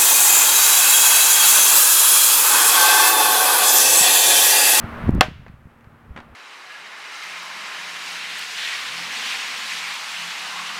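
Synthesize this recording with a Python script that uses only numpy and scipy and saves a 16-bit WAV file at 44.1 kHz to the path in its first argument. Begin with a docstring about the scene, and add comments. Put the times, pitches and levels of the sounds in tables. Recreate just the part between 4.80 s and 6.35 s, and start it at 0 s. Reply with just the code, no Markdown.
"""A walled backyard, distant town noise behind. The air of a swing buffets the microphone and the
recorder clicks faintly. A hollow plastic bat cracks into a ball and its tee; wall and houses answer.
The crack overloads the recorder, whose gain control ducks the town and lets it creep back.
Farther off, plastic clatters faintly as the struck things come down out of sight."""
import sys
import numpy as np
from scipy import signal
from scipy.fft import rfft, irfft
from scipy.io import wavfile
from scipy.ndimage import uniform_filter1d

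SR = 44100
rng = np.random.default_rng(int(sys.argv[2]) if len(sys.argv) > 2 else 0)


def store_pcm(level_fs):
    """Save levels as 16-bit WAV."""
    pcm = np.round(np.clip(level_fs, -1, 1) * 32767).astype(np.int16)
    wavfile.write(sys.argv[1], SR, np.atleast_2d(pcm).T)


N = 68355
BAT_S = .409   # bat meets ball


def bat():
    """The blow sets the hollow bat ringing; its shell's dense small modes add a short bright snap."""
    # modes of the hollow bat: f/Hz, level/dB, t60/s
    modes = [(314, -18, .07), (500, -11, 0.039), (747, -6, .115), (1480, -11, 0.0703), (1757.1, -6, .06),
             (2120, -11, .05), (2667, -9, 0.044), (2800.2, -12, .035), (3258, -7.5, .035), (3765, -14, .03),
             (4185, -12, 0.034), (4433, -16, .03), (5070, -18, 0.029)]
    # spectrum of the snap: f/Hz, level/dB
    snap_colour = [(200, -8.5), (600, -1), (1500, -1), (3000, -1), (4500, -4), (6000, -8.5), (8000, -24),
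                   (11000, -15), (16000, -28)]
    snap = from_db(-6) * noise(snap_colour) * dying(t60=.026)
    return through(contact(BAT_S, db=16.5, contact_s=.00006), ring(modes) + snap)


def tee():
    """The tee is knocked over: a lower, hollow knock just after the bat's."""
    # modes of the hollow tee: f/Hz, level/dB, t60/s
    modes = [(619.9, -15, .11), (1119.1, -4.5, .04), (1241.6, -6.5, 0.032), (1561, -19, 0.15),
             (2500, -21, .07)]
    return through(contact(.4134, db=18, contact_s=.00016), ring(modes))


def yard(crack):
    """The wall behind the batter answers once; near things scatter briefly, far houses faintly, longer."""
    # spectrum of the near echoes: f/Hz, level/dB
    near_colour = [(150, -12), (400, -2.5), (800, 0.5), (1500, 0.5), (3000, -4.5), (5000, -14.5),
                   (8000, -26), (11000, -31), (16000, -37.5)]
    # spectrum of the echoes off the houses: f/Hz, level/dB
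    far_colour = [(150, -9), (700, -3), (1500, 1), (2800, 1.5), (5000, -12), (8000, -27), (16000, -39.5)]
    near = echoes(near_colour, db=6.5, t60=.173, build_s=.0073)
    far = echoes(far_colour, db=-14.5, t60=.6244, build_s=.03)
    wall = from_db(-17) * delayed(crack, .021)
    return wall + delayed(near + far, BAT_S)


def air():
    """Right at the microphone: low turbulence, and eddies that each push and swing back."""
    # strength of the moving air: t/s, level/dB
    strength = [(0, -39), (.19, -40), (0.269, -21.5), (0.337, -13.5), (.385, -14), (.405, -22.5),
                (.45, -11.5), (.52, -17), (.6, -22), (.8, -30), (.93, -36.5), (1.24, -35), (1.31, -26.5),
                (1.4, -35), (1.55, -34.5)]
    # spectrum of the turbulence: f/Hz, level/dB
    colour = [(20, -9.5), (40, -4), (70, 2), (140, -1.5), (220, -11.5), (350, -22), (600, -38), (1200, -58),
              (4000, -86)]
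    # eddies that thump the microphone: t/s, level/dB, f/Hz
    eddies = [(0.041, -13.5, 109.7), (0.2833, -10.5, 223), (0.2922, 5.5, 217.7), (0.325, -1, 75),
              (.338, -4, 80), (.347, 1.5, 130), (0.3533, -4.5, 261), (.381, -2.5, 220), (.388, -3, 90),
              (0.4838, 8, 180), (.514, -0.5, 150.2), (.595, -2, 109.6), (.698, -4.5, 129.6), (.74, -8, 109),
              (.855, -7, 101), (.87, -8, 160), (1.072, -10.5, 108.8), (1.306, -5.5, 60)]
    damping_per_rad, onset_rad = .298, .7
    wind = from_db(np.interp(seconds(), *np.transpose(strength))) * noise(colour)
    for start, db, hz in eddies:
        phase = 2 * np.pi * hz * np.maximum(seconds() - start, 0)
        envelope = np.exp(-damping_per_rad * phase) * (1 - np.exp(-phase / onset_rad))
        wind += from_db(db) * np.sin(phase) * envelope
    return wind


def landings():
    """Plastic tumbles at a distance, each knock on another spot and with its own brief echo."""
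    # knocks on landing: t/s, level/dB, contact time/s
    knocks = [(.664, -13, 0.0004), (.682, -19, .00022), (1.008, -32, .0001), (1.044, -30, 0.000175),
              (1.363, -13, 0.000227), (1.3751, -14.5, 0.000199), (1.388, -17.5, 0.000277),
              (1.4031, -18, 0.000243)]
    # spectrum of the knocked plastic: f/Hz, level/dB
    colour = [(120, -16), (270, 4), (500, -1), (800, 2), (1200, 2.5), (1800, 1.5), (3200, -8), (5000, -16),
              (9000, -21), (16000, -35.5)]
    decay = dying(t60=.02124) + from_db(-11) * dying(t60=.2)   # knock and echo
    return sum(through(contact(*knock), noise(colour) * decay) for knock in knocks)


def recorder_clicks():
    """Three faint clicks of the recorder."""
    # clicks: t/s, level/dB
    clicks = [(0.292, -26), (0.3077, -18.5), (0.35, -16.5)]
    return sum(contact(start, db, .00007) for start, db in clicks)


def town():
    """Far traffic swells a little at first, then holds nearly steady beside the hum of a machine."""
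    # spectrum of the distant traffic: f/Hz, level/dB
    colour = [(30, -12), (120, 4), (250, 1), (450, 0), (800, -0.5), (1200, 1.5), (2000, -5.5), (3000, -15),
              (4500, -26), (7000, -36.5), (10000, -35.5), (16000, -38.5)]
    waver_db, rise_db, rise_s, hum_hz = .28, 3.5, .07, 232.2
    waver = noise([(1, 0), (4, 0), (20, -40), (200, -120)])   # slow, mostly under 4 Hz
    level_db = -34.5 + waver_db * waver - rise_db * np.exp(-seconds() / rise_s)
    hum = np.sqrt(2) * np.sin(2 * np.pi * hum_hz * seconds())
    return from_db(level_db) * noise(colour) + from_db(-40.5) * hum


def contact(start, db, contact_s):
    """One pulse; the longer it lasts, the duller it sounds."""
    age = np.maximum(seconds() - start, 0) * 2 * np.pi / contact_s
    push = age * np.exp(-age)
    return from_db(db) * push / push.sum()


def ring(modes):
    """Struck modes dying away."""
    return sum(from_db(db) * dying(t60) * np.sin(2 * np.pi * hz * seconds()) for hz, db, t60 in modes)


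def echoes(colour, db, t60, build_s):
    """Scattered reflections that build up and die away."""
    build_up = 1 - np.exp(-(seconds() / build_s) ** 2)
    return from_db(db) * noise(colour) * dying(t60) * build_up


def noise(colour):
    """Noise of the given spectrum; rms 1."""
    hz, db = np.transpose(colour)
    bin_hz = np.maximum(np.arange(N // 2 + 1) * SR / N, 1)
    gain = from_db(np.interp(np.log(bin_hz), np.log(hz), db))
    x = irfft(rfft(rng.standard_normal(N)) * gain, N)
    return x / np.sqrt(np.mean(x ** 2) + 1e-20)


def dying(t60):
    """Falls 60 dB in t60 seconds."""
    return np.exp(-np.log(1000) * seconds() / t60)


def through(x, response):
    return signal.fftconvolve(x, response)[:N]


def delayed(x, delay_s):
    return np.interp(seconds() - delay_s, seconds(), x, left=0)


def from_db(db):
    return 10 ** (np.asarray(db) / 20)


def seconds():
    return np.arange(N) / SR


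def scene():
    """The yard on one microphone, with the recorder's clicks."""
    crack = bat() + tee()
    return (crack + yard(crack) + landings() + air() + recorder_clicks() + town())[None]


def gain_control(x):
    """Level over the limit pulls the gain down within milliseconds; it recovers slowly."""
    limit_db, detector_s, attack_s, release_db_per_s = -8.5, .002, .003237, 7.5
    power = np.abs(uniform_filter1d(x ** 2, int(detector_s * SR)))
    over_db = np.maximum(10 * np.log10(power + 1e-18) - limit_db, 0)
    recovery_db = release_db_per_s * seconds()
    held_db = np.maximum.accumulate(over_db + recovery_db, axis=-1) - recovery_db
    pole = np.exp(-1 / (attack_s * SR))
    duck_db = signal.lfilter([1 - pole], [1, -pole], held_db[0])
    return x * from_db(-delayed(duck_db, detector_s / 2))


def record(dry):
    """The recorder: gain control, a trace of hiss, overload on the crack, and the top cut."""
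    hiss = from_db(-73.5) * rng.standard_normal(N)
    x = gain_control(dry) + hiss
    clipped = x / (1 + x ** 4) ** .25   # rounds off toward full scale
    top_cut = signal.cheby2(12, 60, 17200, fs=SR, output="sos")   # 60 dB down from 17.2 kHz
    return signal.sosfilt(top_cut, clipped)


dry = scene()
out = record(dry)
store_pcm(out)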